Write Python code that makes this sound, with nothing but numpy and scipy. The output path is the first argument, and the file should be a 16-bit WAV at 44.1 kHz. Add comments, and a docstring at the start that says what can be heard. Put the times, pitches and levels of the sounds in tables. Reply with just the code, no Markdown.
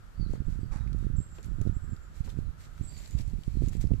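"""Wind buffets the microphone from the start, almost only on its right port, over a hush and a faint
far-off drone. A bird chirps; goats shift about on loose slate, hooves scuffing grit, clicking stones
together and knocking on packed earth. A second bird joins on the right in thin arched whistles.
At 0.7 s one goat snorts through its nose. Around 3 s the hooves and stones get busier and the drone
sinks away; the wind blows hardest at the end."""
import sys
import numpy as np
from scipy import signal
from scipy.fft import rfft, irfft
from scipy.io import wavfile

SR = 44100
rng = np.random.default_rng(int(sys.argv[2]) if len(sys.argv) > 2 else 0)


def dump(signal):
    """Clip the signal to [-1, 1] and save it as 16-bit WAV at the path in sys.argv[1]."""
    limited = np.clip(np.atleast_2d(signal).T, -1, 1)
    pcm = np.round(limited * 32767).astype(np.int16)
    wavfile.write(sys.argv[1], SR, pcm)


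N = 176400
TIME = np.arange(N) / SR


def from_db(db):
    """Decibels to gain."""
    return 10 ** (np.asarray(db) / 20)


def unit_rms(x):
    """Scale to an rms of 1."""
    return x / np.sqrt(np.mean(x ** 2) + 1e-20)


def automation(rows):
    """Draw each column's curve through its timed points, sample by sample."""
    times, *columns = np.transpose(rows)
    return np.array([np.interp(TIME, times, column) for column in columns])


def pan(db):
    """Constant-power gains; db is left minus right, so negative sits right."""
    return unit_rms(from_db(np.array([[db], [-db]]) / 2))


def add(out, start, x):
    """Mix a short sound in at start seconds."""
    i = max(int(start * SR), 0)
    out[:, i:i + x.shape[-1]] += x[..., :N - i]


def colour(x, spectrum):
    """EQ a steady sound to a curve, rolling off beyond both ends; rms 1."""
    hz, db = np.transpose(spectrum)
    f = np.maximum(np.fft.rfftfreq(N, 1 / SR), 1)
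    curve = from_db(np.interp(np.log(f), np.log(hz), db))
    rolloff = (1 + (f / hz[-1] / 2) ** 4) * (1 + (hz[0] / f / 2) ** 4)
    return unit_rms(irfft(rfft(x) * curve / rolloff, N))


def noise(spectrum):
    """Coloured noise, unrelated left and right."""
    return colour(rng.standard_normal((2, N)), spectrum)


def wobble(rate_hz):
    """Smooth random modulation, rms 1."""
    lowpass = signal.butter(2, rate_hz, fs=SR, output="sos")
    return unit_rms(signal.sosfilt(lowpass, rng.standard_normal(N)))


def port_bleed(pair, likeness=.28, lag_s=.0005):
    """Part of the right port's sound reaches the left port a little later."""
    left, right = pair
    late = np.roll(right, int(lag_s * SR))
    return np.array([np.sqrt(1 - likeness ** 2) * left + likeness * late, right])


def eddy(width_ms):
    """A pointed pressure bump in the middle of 80 ms."""
    ms = np.arange(-40, 40, 1000 / SR)
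    return (1 + (ms / width_ms / 1.5) ** 2) ** -1.5


# Gusts on the right port. Each row: time in seconds, level in dB.
GUSTS = [(0, -51.5), (.14, -53), (.2, -34.5), (.5, -36), (1.19, -32), (1.24, -48.5), (1.42, -44),
         (1.52, -35.5), (1.68, -32.5), (1.8, -41.5), (1.93, -37), (1.99, -51.5), (2.13, -48.5),
         (2.28, -38.5), (2.35, -40.5), (2.39, -33), (2.48, -36.5), (2.56, -48.5), (2.77, -46.5),
         (2.83, -38.5), (3.08, -49), (3.16, -32), (3.39, -37.5), (3.44, -52), (3.5, -35.5), (3.66, -30),
         (3.8, -32.5), (3.93, -30), (4, -31)]
# Strong eddies thumping a port. Each row: time in seconds, peak in dB before the low cut,
# width in ms, pan in dB.
BUFFETS = [(.210, -11, 1.88, -40), (0.306, -17, 2.3, -19), (0.337, -17.5, 0.51, 20),
           (0.405, -11.5, 1.6, -28), (.483, -18, 1.06, -27), (.633, -15.5, 1.14, -38),
           (0.948, -16, 0.93, -35), (1.068, -13, 1.06, -38), (1.186, -13, 1.94, -32),
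           (1.614, -8.5, 1.7, -39), (1.665, -14.5, 0.85, -39), (1.674, -12.5, 0.81, -42),
           (1.697, -10, 1.36, -42), (1.768, -14, 1.62, -30), (1.933, -14.5, 1.57, -35),
           (2.208, -11, 2, -29), (2.389, -12, 0.97, -48), (2.812, -14, 1.36, -33), (3.152, -8.5, 1.8, -39),
           (3.2, -20, 1.2, -31), (3.48, -13, 1.15, -37), (3.572, -11, 1.14, -28), (3.615, -15.5, 1.6, -35),
           (3.622, -11.5, 0.75, -39), (3.638, -12.5, 1, -45), (3.753, -17.5, 0.83, -40),
           (3.842, -12.5, 0.88, -31), (3.908, -15, 0.92, -35), (3.915, -15.5, 0.55, -43),
           (3.919, -5, 1.38, -45), (3.937, -12, 0.97, -42)]
# Rumble on the exposed and the sheltered port. Each row: frequency in Hz, relative level in dB.
EXPOSED_RUMBLE = [(20, -12.5), (40, 0), (80, -6), (150, -11.5), (250, -27), (500, -45.5), (1000, -67)]
LEE_RUMBLE = [(20, 0.5), (40, 2), (80, -6.5), (150, -14.5), (250, -26), (500, -28.5), (1000, -54)]


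def wind(eddies_per_s=110, middle_width_ms=2.31, low_cut_hz=43.7):
    """Eddies of many sizes pass the exposed port; the sheltered one mostly just rumbles."""
    swarm, buffets = np.zeros(N), np.zeros((2, N))
    gust_db = automation(GUSTS)[0]
    for width_ms in middle_width_ms * np.geomspace(.5, 2, 4):
        hits = (rng.random(N) < eddies_per_s / 4 / SR) * rng.uniform(.3, 1, N)
        halvings = np.log2(2 * middle_width_ms / width_ms)
        growth_db = .18 * halvings * (gust_db - gust_db.mean())  # gusts favour the small eddies
        swarm += from_db(growth_db) * signal.fftconvolve(hits - hits.mean(), eddy(width_ms), "same")
    for centre, db, width_ms, pan_db in BUFFETS:
        bump = eddy(width_ms)
        add(buffets, centre - len(bump) / 2 / SR, from_db(db) * bump * pan(pan_db) / np.sqrt(2))
    low_cut = signal.butter(1, low_cut_hz, "high", fs=SR, output="sos")
    lee = from_db(-51) * noise(LEE_RUMBLE)[0]
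    rumble = from_db(.5) * noise(EXPOSED_RUMBLE)[1]
    churn = from_db(4.5) * unit_rms(signal.sosfilt(low_cut, swarm - swarm.mean()))
    exposed = from_db(gust_db) * (churn + rumble)
    return signal.sosfilt(low_cut, buffets) + np.array([lee, exposed])


# The dark tone of open air. Each row: frequency in Hz, relative level in dB.
AIR_EQ = [(100, 6), (300, 2.5), (600, 0.5), (1200, -3), (2200, -8), (4000, -12), (6000, -14.5), (7500, -14),
          (9500, -19.5), (14000, -20)]


def air():
    """A steady, wide bed of open-air hush."""
    return from_db(-62.5) * noise(AIR_EQ)


# The drone's fader moves. Each row: time in seconds, left level in dB, right level in dB.
DRONE_LEVELS = [(0, -62, -90), (.65, -62.5, -75), (1, -60.5, -66), (1.3, -63, -81), (1.6, -61, -67),
                (1.9, -60.5, -64), (2.3, -64.5, -72), (2.7, -62.5, -66), (3.1, -75, -91), (4, -70.5, -72)]
# Its narrow tone. 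Each row: frequency in Hz, relative level in dB.
DRONE_EQ = [(700, -31), (1080, -11.5), (1270, 0.5), (1370, 0.5), (1500, -2.5), (1950, -12), (3000, -42.5)]


def drone():
    """A far-off band of noise near 1.3 kHz swells and sinks, mostly on the left."""
    return from_db(automation(DRONE_LEVELS)) * noise(DRONE_EQ)


def bird(notes, pan_db, warble_depth, flutter_depth):
    """Each note is a slightly unsteady sine bending through its start, middle and end pitch."""
    out, warble, flutter = np.zeros((2, N)), wobble(370), wobble(110)
    for start, length, start_hz, mid_hz, end_hz, db in notes:
        position = np.linspace(-1, 1, int(length * SR))
        span = (int(start * SR) + np.arange(len(position))) % N
        edge_hz = np.where(position < 0, start_hz, end_hz)
        hz = mid_hz + (edge_hz - mid_hz) * np.abs(position) ** 1.6
        tone = np.sin(2 * np.pi * np.cumsum(hz * (1 + warble_depth * warble[span])) / SR)
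        swell = (1 - position ** 4) * (1 + flutter_depth * flutter[span])
        add(out, start, from_db(db) * pan(pan_db) * tone * swell)
    return out


# The lower bird's calls. Each row: start in seconds, length in seconds, start, middle and end pitch
# in Hz, level in dB.
CHIRP_NOTES = [(.15, .07, 4150, 4680, 4720, -73), (.19, .095, 4700, 4480, 3690, -60.5),
               (.6, 0.083, 4650, 4720, 4500, -73), (.79, 0.068, 3800, 3850, 3800, -70),
               (.99, 0.066, 3650, 3730, 3600, -74), (2.43, 0.084, 4600, 4010, 3240, -79),
               (2.875, 0.12, 4600, 4720, 4130, -61), (3.39, .07, 4450, 4510, 4300, -75),
               (3.535, 0.067, 4600, 4220, 3680, -69)]


def chirps():
    """A small bird gives burry chirps, right of centre."""
    return bird(CHIRP_NOTES, pan_db=-11.5, warble_depth=.02, flutter_depth=.4)


def ring(clicks, hz, t60):
    """A damped mode struck by clicks, dying by 60 dB in t60 seconds."""
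    radius, angle = from_db(-60 / (t60 * SR)), 2 * np.pi * hz / SR
    return signal.lfilter([0, np.sin(angle)], [1, -2 * radius * np.cos(angle), radius ** 2],
                          clicks + 1e-18)


# Hooves dragging through grit. Each row: start in seconds, length in seconds, level in dB, pan in dB.
HOOF_DRAGS = [(0.267, 0.13, -64.5, 3), (0.467, 0.12, -64.5, -14), (0.925, 0.19, -68, -14),
              (1.34, 0.045, -62.5, -8), (1.422, 0.046, -62, -6), (1.562, 0.22, -69, -8),
              (2.124, 0.12, -63, -8), (2.236, 0.033, -58.5, -6), (2.288, 0.016, -59.5, -6),
              (2.366, 0.05, -67, -21), (2.57, 0.12, -59.5, -3), (2.688, 0.32, -65, 1),
              (2.889, 0.25, -58, 3), (3.037, 0.18, -62.5, 4), (3.169, 0.057, -56, 2.5),
              (3.249, 0.093, -65.5, 7), (3.303, 0.43, -65, 3.5), (3.589, 0.14, -59, 3),
              (3.711, 0.064, -57.5, 4), (3.799, 0.032, -54.5, 4.5), (3.847, 0.27, -69, 1)]
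# The crunch of the grit. Each row: frequency in Hz, relative level in dB.
GRIT_EQ = [(200, -8), (600, 5), (1200, -2), (2200, 3.5), (3200, -0.5), (4500, 1.5), (5800, -2.5),
           (7500, 2.5), (9500, -8.5), (14000, -8)]


def scuffs(release_s=.027, grains_per_s=2600, spread_db=5, ring_cycles=4.4):
    """Each drag of a hoof sets off a crowd of tiny ringing grains and a hiss of dust."""
    pressure = np.zeros((2, N))
    for start, length, db, pan_db in HOOF_DRAGS:
        rise = np.clip((TIME - start) / (.34 * length), 0, 1)
        fall = np.exp(-np.maximum(TIME - start - .65 * length, 0) / release_s)
        pressure += from_db(db) * pan(pan_db) * rise * fall
    sizes = from_db(spread_db * np.minimum(rng.exponential(1, N), 4))
    hits = sizes * (rng.random(N) < grains_per_s / SR) * rng.standard_normal((2, N))
    pitch_index = rng.integers(0, 20, N)
    grains = sum(ring(hits * (pitch_index == k), hz, ring_cycles / hz) * np.sqrt(hz)
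                 for k, hz in enumerate(np.linspace(900, 14000, 20)))
    crunch = from_db(-5) * colour(grains, GRIT_EQ)
    dust = from_db(-1) * noise(GRIT_EQ)
    return pressure * port_bleed(crunch + dust)


CONTACT_S = .0015  # attack of a stone's crack or a hoof's knock
# Slate clicking on slate. Each row: start in seconds, relative level in dB, pitch in Hz, pan in dB.
STONE_HITS = [(0.334, -40, 7100, -14), (.875, -37, 2240, -19), (.930, -37, 4230, -9),
              (1.384, -39.5, 2650, 14), (1.429, -37.5, 6770, -22), (1.444, -38, 6400, -11),
              (1.46, -42, 10900, 9), (1.614, -33, 6450, -20), (1.676, -39, 4100, -7),
              (1.964, -41.5, 4900, -12), (2.250, -48, 4600, 0), (2.294, -38.5, 4400, -4),
              (2.301, -36, 3500, 5), (2.779, -36, 1310, -3), (2.978, -39, 6660, -8), (3.003, -38, 3300, 9),
              (3.059, -35, 4020, 6), (3.076, -35.5, 7940, -5), (3.109, -35, 7000, -11),
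              (3.187, -30.5, 4820, 2), (3.209, -34.5, 5200, -4), (3.277, -40, 7800, -14),
              (3.435, -34.5, 3080, -4), (3.685, -30, 6900, -27), (3.693, -35, 7200, 2),
              (3.727, -39.5, 1900, -2), (3.769, -38, 7350, -6), (3.814, -33, 5950, -7),
              (3.828, -36.5, 6450, -6), (3.871, -39.5, 4720, 11), (3.936, -38.5, 2660, 19)]
# How a stone rings. Each row: ratio to its pitch, relative level in dB.
STONE_MODES = [(.42, -18), (.68, -30.5), (1, 4.5), (1.13, -20), (1.6, -32)]


def stones(ring_t60_s=.0088, ring_db=-15.5, crack_decay_s=.0031, crack_db=-18):
    """Stones meet with a rough crack and a few quickly dying modes, centred on their pitch."""
    out, t = np.zeros((2, N)), TIME[:SR // 20]
    ratios, mode_db = np.transpose(STONE_MODES)
    crush = np.minimum(t / CONTACT_S, 1) ** 2 * np.exp(-np.maximum(t - CONTACT_S, 0) / crack_decay_s)
    for start, db, hz, pan_db in STONE_HITS:
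        phases = 2 * np.pi * rng.random((2, len(ratios), 1))
        modes = from_db(mode_db)[:, None] * np.sin(2 * np.pi * hz * ratios[:, None] * t + phases)
        ringing = modes.sum(axis=1) * from_db(-60 * t / ring_t60_s)
        band = signal.butter(1, [hz * .65, hz * 1.35], "band", fs=SR, output="sos")
        crack = unit_rms(signal.sosfilt(band, rng.standard_normal((2, len(t)))))
        gain = from_db(db) * pan(pan_db)
        add(out, start, gain * from_db(ring_db) * ringing)
        add(out, start - CONTACT_S / 2, gain * from_db(crack_db) * port_bleed(crack) * crush)
    return out


# Hooves set down. Each row: time in seconds, relative level in dB, pan in dB.
HOOF_FALLS = [(0.355, -52, -1), (1.385, -49, 9), (1.612, -50, -14), (2.277, -50, 18), (2.779, -77, 3),
              (2.92, -59.5, 7), (3.003, -60, 0), (3.19, -59, 6), (3.729, -71, 7)]
# The thud of packed earth. Each row: frequency in Hz, relative level in dB.
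EARTH_EQ = [(150, -5), (400, 11), (750, -2.5), (1300, -6), (2500, -17)]


def steps(boost_db=5, decay_s=.01):
    """A hoof landing on packed earth gives a short dull knock."""
    weight = np.zeros((2, N))
    for landing, db, pan_db in HOOF_FALLS:
        t = TIME - landing
        knock = np.clip(1 + t / CONTACT_S, 0, 1) * np.exp(-np.maximum(t, 0) / decay_s)
        weight += from_db(db + boost_db) * pan(pan_db) * knock
    return weight * noise(EARTH_EQ)


# The higher bird's calls. Each row: start in seconds, length in seconds, start, middle and end pitch
# in Hz, level in dB.
WHISTLE_NOTES = [(.44, .08, 7500, 7660, 7570, -71), (.595, 0.048, 7800, 7770, 8000, -66),
                 (1.16, 0.039, 7250, 7560, 7380, -54), (1.195, 0.055, 7500, 7610, 7640, -54),
                 (1.295, 0.1, 7040, 7390, 7200, -61.5), (1.733, 0.047, 7050, 7520, 7780, -59),
                 (1.805, 0.066, 7750, 7700, 7400, -65), (1.888, 0.066, 7130, 7580, 6800, -59.5),
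                 (2.008, 0.062, 7050, 7270, 7000, -67), (2.818, 0.053, 6800, 7800, 7730, -53),
                 (2.86, .062, 7630, 7590, 7100, -54), (2.965, 0.039, 7000, 7240, 7050, -54),
                 (3.03, .04, 7250, 7320, 7340, -62), (3.11, 0.031, 7100, 6990, 7030, -59)]


def whistles():
    """A small bird whistles thin and high, hard right."""
    return bird(WHISTLE_NOTES, pan_db=-40, warble_depth=.0044, flutter_depth=.44)


# Breath through a goat's nose. Each row: frequency in Hz, relative level in dB.
NOSE_EQ = [(400, 0), (650, -5), (850, 2.5), (1050, -0.5), (1350, -0.5), (1650, -3), (2000, -9),
           (2450, -9.5), (3100, -23), (4000, -15.5), (7500, -17), (10000, -24), (14000, -36)]


def snort(start_s=.708, attack_s=.017, hold_s=.023, decay_s=.055):
    """A goat blows a short fluttering puff through its nose."""
    t = TIME - start_s
    puff = np.clip(t / attack_s, 0, 1) * np.exp(-np.maximum(t - attack_s - hold_s, 0) / decay_s)
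    flutter_db = 2 * wobble(140)
    return from_db(-49.5 + flutter_db) * puff * pan(-8.5) * port_bleed(noise(NOSE_EQ))


def hillside(x, t60, wet_db, predelay_s=.004):
    """Direct sound plus scatter from ground and trees."""
    t = TIME[:SR // 2]
    tail = rng.standard_normal((2, len(t))) * from_db(-60 * t / t60) * (t > predelay_s)
    tail /= np.sqrt(np.sum(tail ** 2, axis=1, keepdims=True))
    return x + from_db(wet_db) * signal.fftconvolve(x, tail, axes=1)[:, :N]


def scene():
    """Goats close by, birds in the trees, wind at the microphone."""
    goats = hillside(scuffs() + stones() + steps() + snort(), t60=.3, wet_db=-14)
    high_bird = hillside(whistles(), t60=1.0, wet_db=-3.5)
    low_bird = hillside(chirps(), t60=.6, wet_db=-1)
    return goats + high_bird + low_bird + air() + drone() + wind()


def record(dry):
    """A steep high cut at 14.4 kHz."""
    return signal.sosfilt(signal.ellip(10, .1, 70, 14400, fs=SR, output="sos"), dry)


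dry = scene()
out = record(dry)
dump(out)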